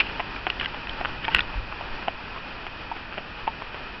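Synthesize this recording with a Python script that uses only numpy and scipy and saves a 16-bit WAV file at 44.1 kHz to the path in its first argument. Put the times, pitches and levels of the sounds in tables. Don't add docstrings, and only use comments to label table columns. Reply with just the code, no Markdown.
import sys
import numpy as np
from scipy import signal
from scipy.fft import rfft, irfft, next_fast_len
from scipy.io import wavfile

SR = 44100
rng = np.random.default_rng(int(sys.argv[2]) if len(sys.argv) > 2 else 0)


def dump_mix(stems):
    frames = np.atleast_2d(stems).T
    limited = np.clip(frames, -1, 1)
    pcm = np.round(limited * 32767).astype(np.int16)
    wavfile.write(sys.argv[1], SR, pcm)


N = 176400
EVENT_SIZE = 8192


def hooves():
    # sole contact in seconds, relative clop level in dB, hollow pitch in Hz, relative crack
    # level in dB, hollow t60 in seconds, heel delay in seconds, heel and toe in dB against the sole.
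    hoof_falls = [(0.2015, -18, 797, -16.5, 0.019, 0.0067, -8.5, -2),
                  (.4677, -19.5, 760, -10.5, 0.028, .0055, -13, -30),
                  (0.7453, -27, 900, -23.5, 0.019, .005, -7, -5),
                  (1.012, -25, 750, -23, 0.019, 0.0027, -3, -3),
                  (1.049, -16.5, 1500, -15.5, .010, 0.0074, 1, -30),
                  (1.2813, -23, 912, -13.5, 0.044, .0056, -5, -13),
                  (1.542, -29, 995, -34, 0.014, 0.0035, -3.5, -7),
                  (1.725, -22.5, 1125, -23.5, .015, 0.0041, -11, -9),
                  (1.8105, -20, 923, -32.5, 0.019, .0055, -14.5, -19.5),
                  (2.026, -43, 950, -22, 0.011, 0.0033, -8, -28),
                  (2.082, -13.5, 724, -15.5, 0.015, .006, -14, -11),
                  (2.362, -25.5, 1090, -27, 0.012, 0.014, -1.5, -10),
                  (2.667, -38, 860, -21.5, 0.01, 0.0023, -8, -18),
                  (2.915, -20, 910, -30, 0.018, 0.0054, -3.5, -27),
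                  (2.966, -37, 800, -27.5, 0.0089, 0.0027, -2, -18),
                  (3.126, -41, 1620, -25, .01, 0.016, -1, -28),
                  (3.1792, -25, 680, -19, 0.034, .005, 0, -12),
                  (3.477, -14, 900, -19, 0.028, .0056, -8, -12),
                  (3.621, -22.5, 953, -24.5, 0.0064, 0.0043, -15, -10),
                  (3.745, -23.5, 530, -25, 0.0078, 0.0052, -11, -15)]
    toe_lead_s, grit_t60_s = .0048, .033
    scatter_db, scatter_t60_s = -11.5, .062
    out = np.zeros(N)
    for s, clop_db, hz, crack_db, t60, heel_s, heel_db, toe_db in hoof_falls:
        toe = from_db(toe_db) * tap(0)
        heel = from_db(heel_db) * tap(toe_lead_s + heel_s)
        contacts = toe + tap(toe_lead_s) + heel
        grit = np.roll(dying_noise(grit_t60_s), int(toe_lead_s * SR))
        step = from_db(clop_db + .5) * hollow_clop(contacts, grit, hz, t60)
        step += from_db(crack_db + 2.5) * shoe_crack(contacts, grit)
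        scatter = signal.fftconvolve(step, dying_noise(scatter_t60_s))[:EVENT_SIZE]
        add(out, s - toe_lead_s, from_db(scatter_db) * scatter - step)
    return out


def hollow_clop(contacts, grit, hz, t60):
    force = contacts + from_db(-6) * grit
    hollow = ring(force, hz, t60) + from_db(-9) * ring(force, hz * 1.18, t60=.015)
    radiated = np.diff(hollow, prepend=0) * SR / (2 * np.pi * hz)
    return lowpass(radiated, hz=1500)


def shoe_crack(contacts, grit):
    # frequency in Hz, relative level in dB.
    spectrum = [(100, -10.5), (330, -1.5), (520, -9), (800, -2.5), (1400, 1.5), (2100, -1.5), (2750, 2),
                (3200, -5.5), (3750, -24), (5500, -36)]
    tap_peak = np.abs(colour(tap(0), spectrum)).max()
    return colour(contacts + from_db(-2) * grit, spectrum) / tap_peak


def case_clicks():
    # start in seconds, relative level in dB, pitch as a ratio, gain of the low modes in dB.
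    clicks = [(.001, -6.5, 1, -29), (.0048, -4.5, 0.87, -9.5), (.0085, -11.5, 1, -1.5),
              (0.015, -16, 0.9, -12), (0.017, -26, 1.14, -11), (0.067, -22, 1, -10),
              (0.097, -27.5, 0.93, 3), (.362, -21, 0.87, -2), (0.5007, -9, 1.01, -8),
              (0.5979, -17, 1.09, -4), (.611, -18, 0.95, 5.5), (0.629, -23, 0.87, 5),
              (0.646, -20, 1.15, -6), (.658, -16, 1.06, 1), (0.871, -23, 0.97, 2), (.894, -21, 1.15, -7),
              (1.244, -20, 1, 2), (1.250, -22, 1.2, 9.5), (1.347, -1.5, 1.007, -2), (1.361, -15, 1, 0),
              (1.366, -16, 1, 1.5), (1.385, -13, .92, -2.5), (1.3914, -10, .98, 1.5),
              (1.4054, -15, 1.26, 3)]
    rub_db, thud_db, thud_hz = -11, -16, 450
    out = np.zeros(N)
    for s, db, pitch, low_db in clicks:
        force = tap(0) + from_db(rub_db) * dying_noise(t60=.02)
        thud = from_db(thud_db) * signal.lfilter([1], [1, -np.exp(-2 * np.pi * thud_hz / SR)], force)
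        add(out, s, from_db(db + 3.5) * (case_ring(force, pitch, low_db) + thud))
    return out


def case_slides():
    # start in seconds, length in seconds, friction level in dB.
    slides = [(0, 0.12, -39.5), (0.581, 0.082, -36), (1.225, 0.032, -34), (1.297, 0.11, -34)]
    slips = rng.standard_normal(N) ** 3
    friction = rms_one(case_ring(slips, pitch=1.063, low_db=.5))
    rumble = rms_one(lowpass(rng.standard_normal(N), hz=357))
    envelope = np.zeros(N)
    for s, length, db in slides:
        add(envelope, s, from_db(db) * signal.windows.tukey(int(length * SR), .5))
    return envelope * (friction + from_db(-6) * rumble)


def case_ring(force, pitch, low_db):
    # frequency in Hz at a pitch ratio of 1, relative level in dB, t60 in seconds.
    modes = [(1030, -17.5, 0.013), (1502, -13, 0.028), (1900, -12.5, 0.024), (2663, -3.5, .013),
             (2868, -6.5, 0.013), (3130, -11.5, 0.01), (4170, -21.5, 0.0069), (4700, -24.5, 0.0064)]
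    low_below_hz = 2200
    out = np.zeros(len(force))
    for k, (hz, db, t60) in enumerate(modes):
        gain = from_db(db + low_db * (hz < low_below_hz))
        out += (-1) ** k * gain * ring(force, hz * pitch, t60)
    return out


def outdoor_noise():
    # frequency in Hz, relative density in dB.
    spectrum = [(50, -20), (120, -3), (270, -3), (480, -5.5), (720, -5.5), (880, -0.5), (1100, -5),
                (1350, -2), (1680, -4.5), (1870, -4), (2030, -8.5), (2270, -11.5), (2430, -2.5), (2750, -7),
                (3000, -7), (3600, -15.5), (4050, -18), (4600, -16.5), (5100, -20), (5800, -23)]
    # time in seconds, level in dB.
    levels = [(0, -35), (.3, -36.5), (.8, -36.5), (1.3, -36), (1.55, -37), (2.4, -37.5), (3.1, -39),
              (3.65, -38.5), (4, -39)]
    whine_hz, whine_width_hz, whine_db = 2512, 120, -48.5
    flicker_db = .85 * rms_one(ring(rng.standard_normal(N), hz=4.3, t60=.26))
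    hiss = from_db(in_time(levels) + flicker_db) * rms_one(colour(rng.standard_normal(N), spectrum))
    whine_t60 = np.log(1000) / (np.pi * whine_width_hz)
    whine = rms_one(ring(rng.standard_normal(N), whine_hz, whine_t60))
    return hiss + from_db(whine_db) * whine


def wind():
    # frequency in Hz, relative density in dB.
    spectrum = [(10, -3), (24, -2), (33, -6), (44, 0), (65, -10), (100, -10.5), (160, -29), (400, -54.5)]
    # time in seconds, level in dB.
    levels = [(0, -42), (1.0, -40.5), (1.4, -37), (2.1, -44), (2.7, -44), (3.4, -43), (4, -45)]
    # start in seconds, level in dB, frequency in Hz, length in seconds.
    bumps = [(1.337, -28, 63, 0.046), (1.551, -22.5, 42.5, 0.055), (1.892, -27.5, 15, .09)]
    out = from_db(in_time(levels)) * rms_one(colour(rng.standard_normal(N), spectrum))
    for s, db, hz, length in bumps:
        t = np.arange(int(length * SR)) / SR
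        swell = from_db(db) * np.sin(np.pi * t / length)
        add(out, s, -swell * np.sin(2 * np.pi * hz * t))
    return out


def tap(s):
    return 1. * (np.arange(EVENT_SIZE) == int(max(s, 0) * SR))


def dying_noise(t60):
    decay = np.exp(-np.log(1000) * np.arange(EVENT_SIZE) / SR / t60)
    burst = rng.standard_normal(EVENT_SIZE) * decay
    return burst / np.linalg.norm(burst)


def ring(x, hz, t60):
    radius = from_db(-60 / (max(t60, .001) * SR))
    angle = 2 * np.pi * hz / SR
    return signal.lfilter([0, np.sin(angle)], [1, -2 * radius * np.cos(angle), radius ** 2], x + 1e-18)


def colour(x, spectrum):
    size = next_fast_len(2 * len(x))
    hz, db = np.transpose(spectrum)
    bin_hz = np.arange(size // 2 + 1) * SR / size
    log_gain = np.log(from_db(np.interp(np.log(bin_hz + 1), np.log(hz), db)))
    cepstrum = irfft(log_gain, size)
    cepstrum[1:size // 2] *= 2
    cepstrum[size // 2 + 1:] = 0
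    return irfft(rfft(x, size) * np.exp(rfft(cepstrum)), size)[:len(x)]


def lowpass(x, hz):
    return signal.sosfilt(signal.butter(2, hz, fs=SR, output="sos"), x)


def from_db(db):
    return 10 ** (np.asarray(db) / 20)


def rms_one(x):
    return x / np.sqrt(np.mean(x ** 2) + 1e-20)


def in_time(rows):
    return np.interp(np.arange(N) / SR, *np.transpose(rows))


def add(out, s, sound):
    start = max(int(s * SR), 0)
    out[start:start + len(sound)] += sound[:max(N - start, 0)]


def scene():
    return (hooves() + case_clicks() + case_slides() + outdoor_noise() + wind())[None]


def record(dry):
    treble_stop_hz, spill_stop_hz, overload = 6500, 16900, .76
    narrow = signal.sosfilt(signal.cheby2(12, 60, treble_stop_hz, fs=SR, output="sos"), dry)
    clipped = np.clip(narrow, -overload, overload)
    return signal.sosfilt(signal.cheby2(12, 60, spill_stop_hz, fs=SR, output="sos"), clipped)


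dry = scene()
out = record(dry)
dump_mix(out)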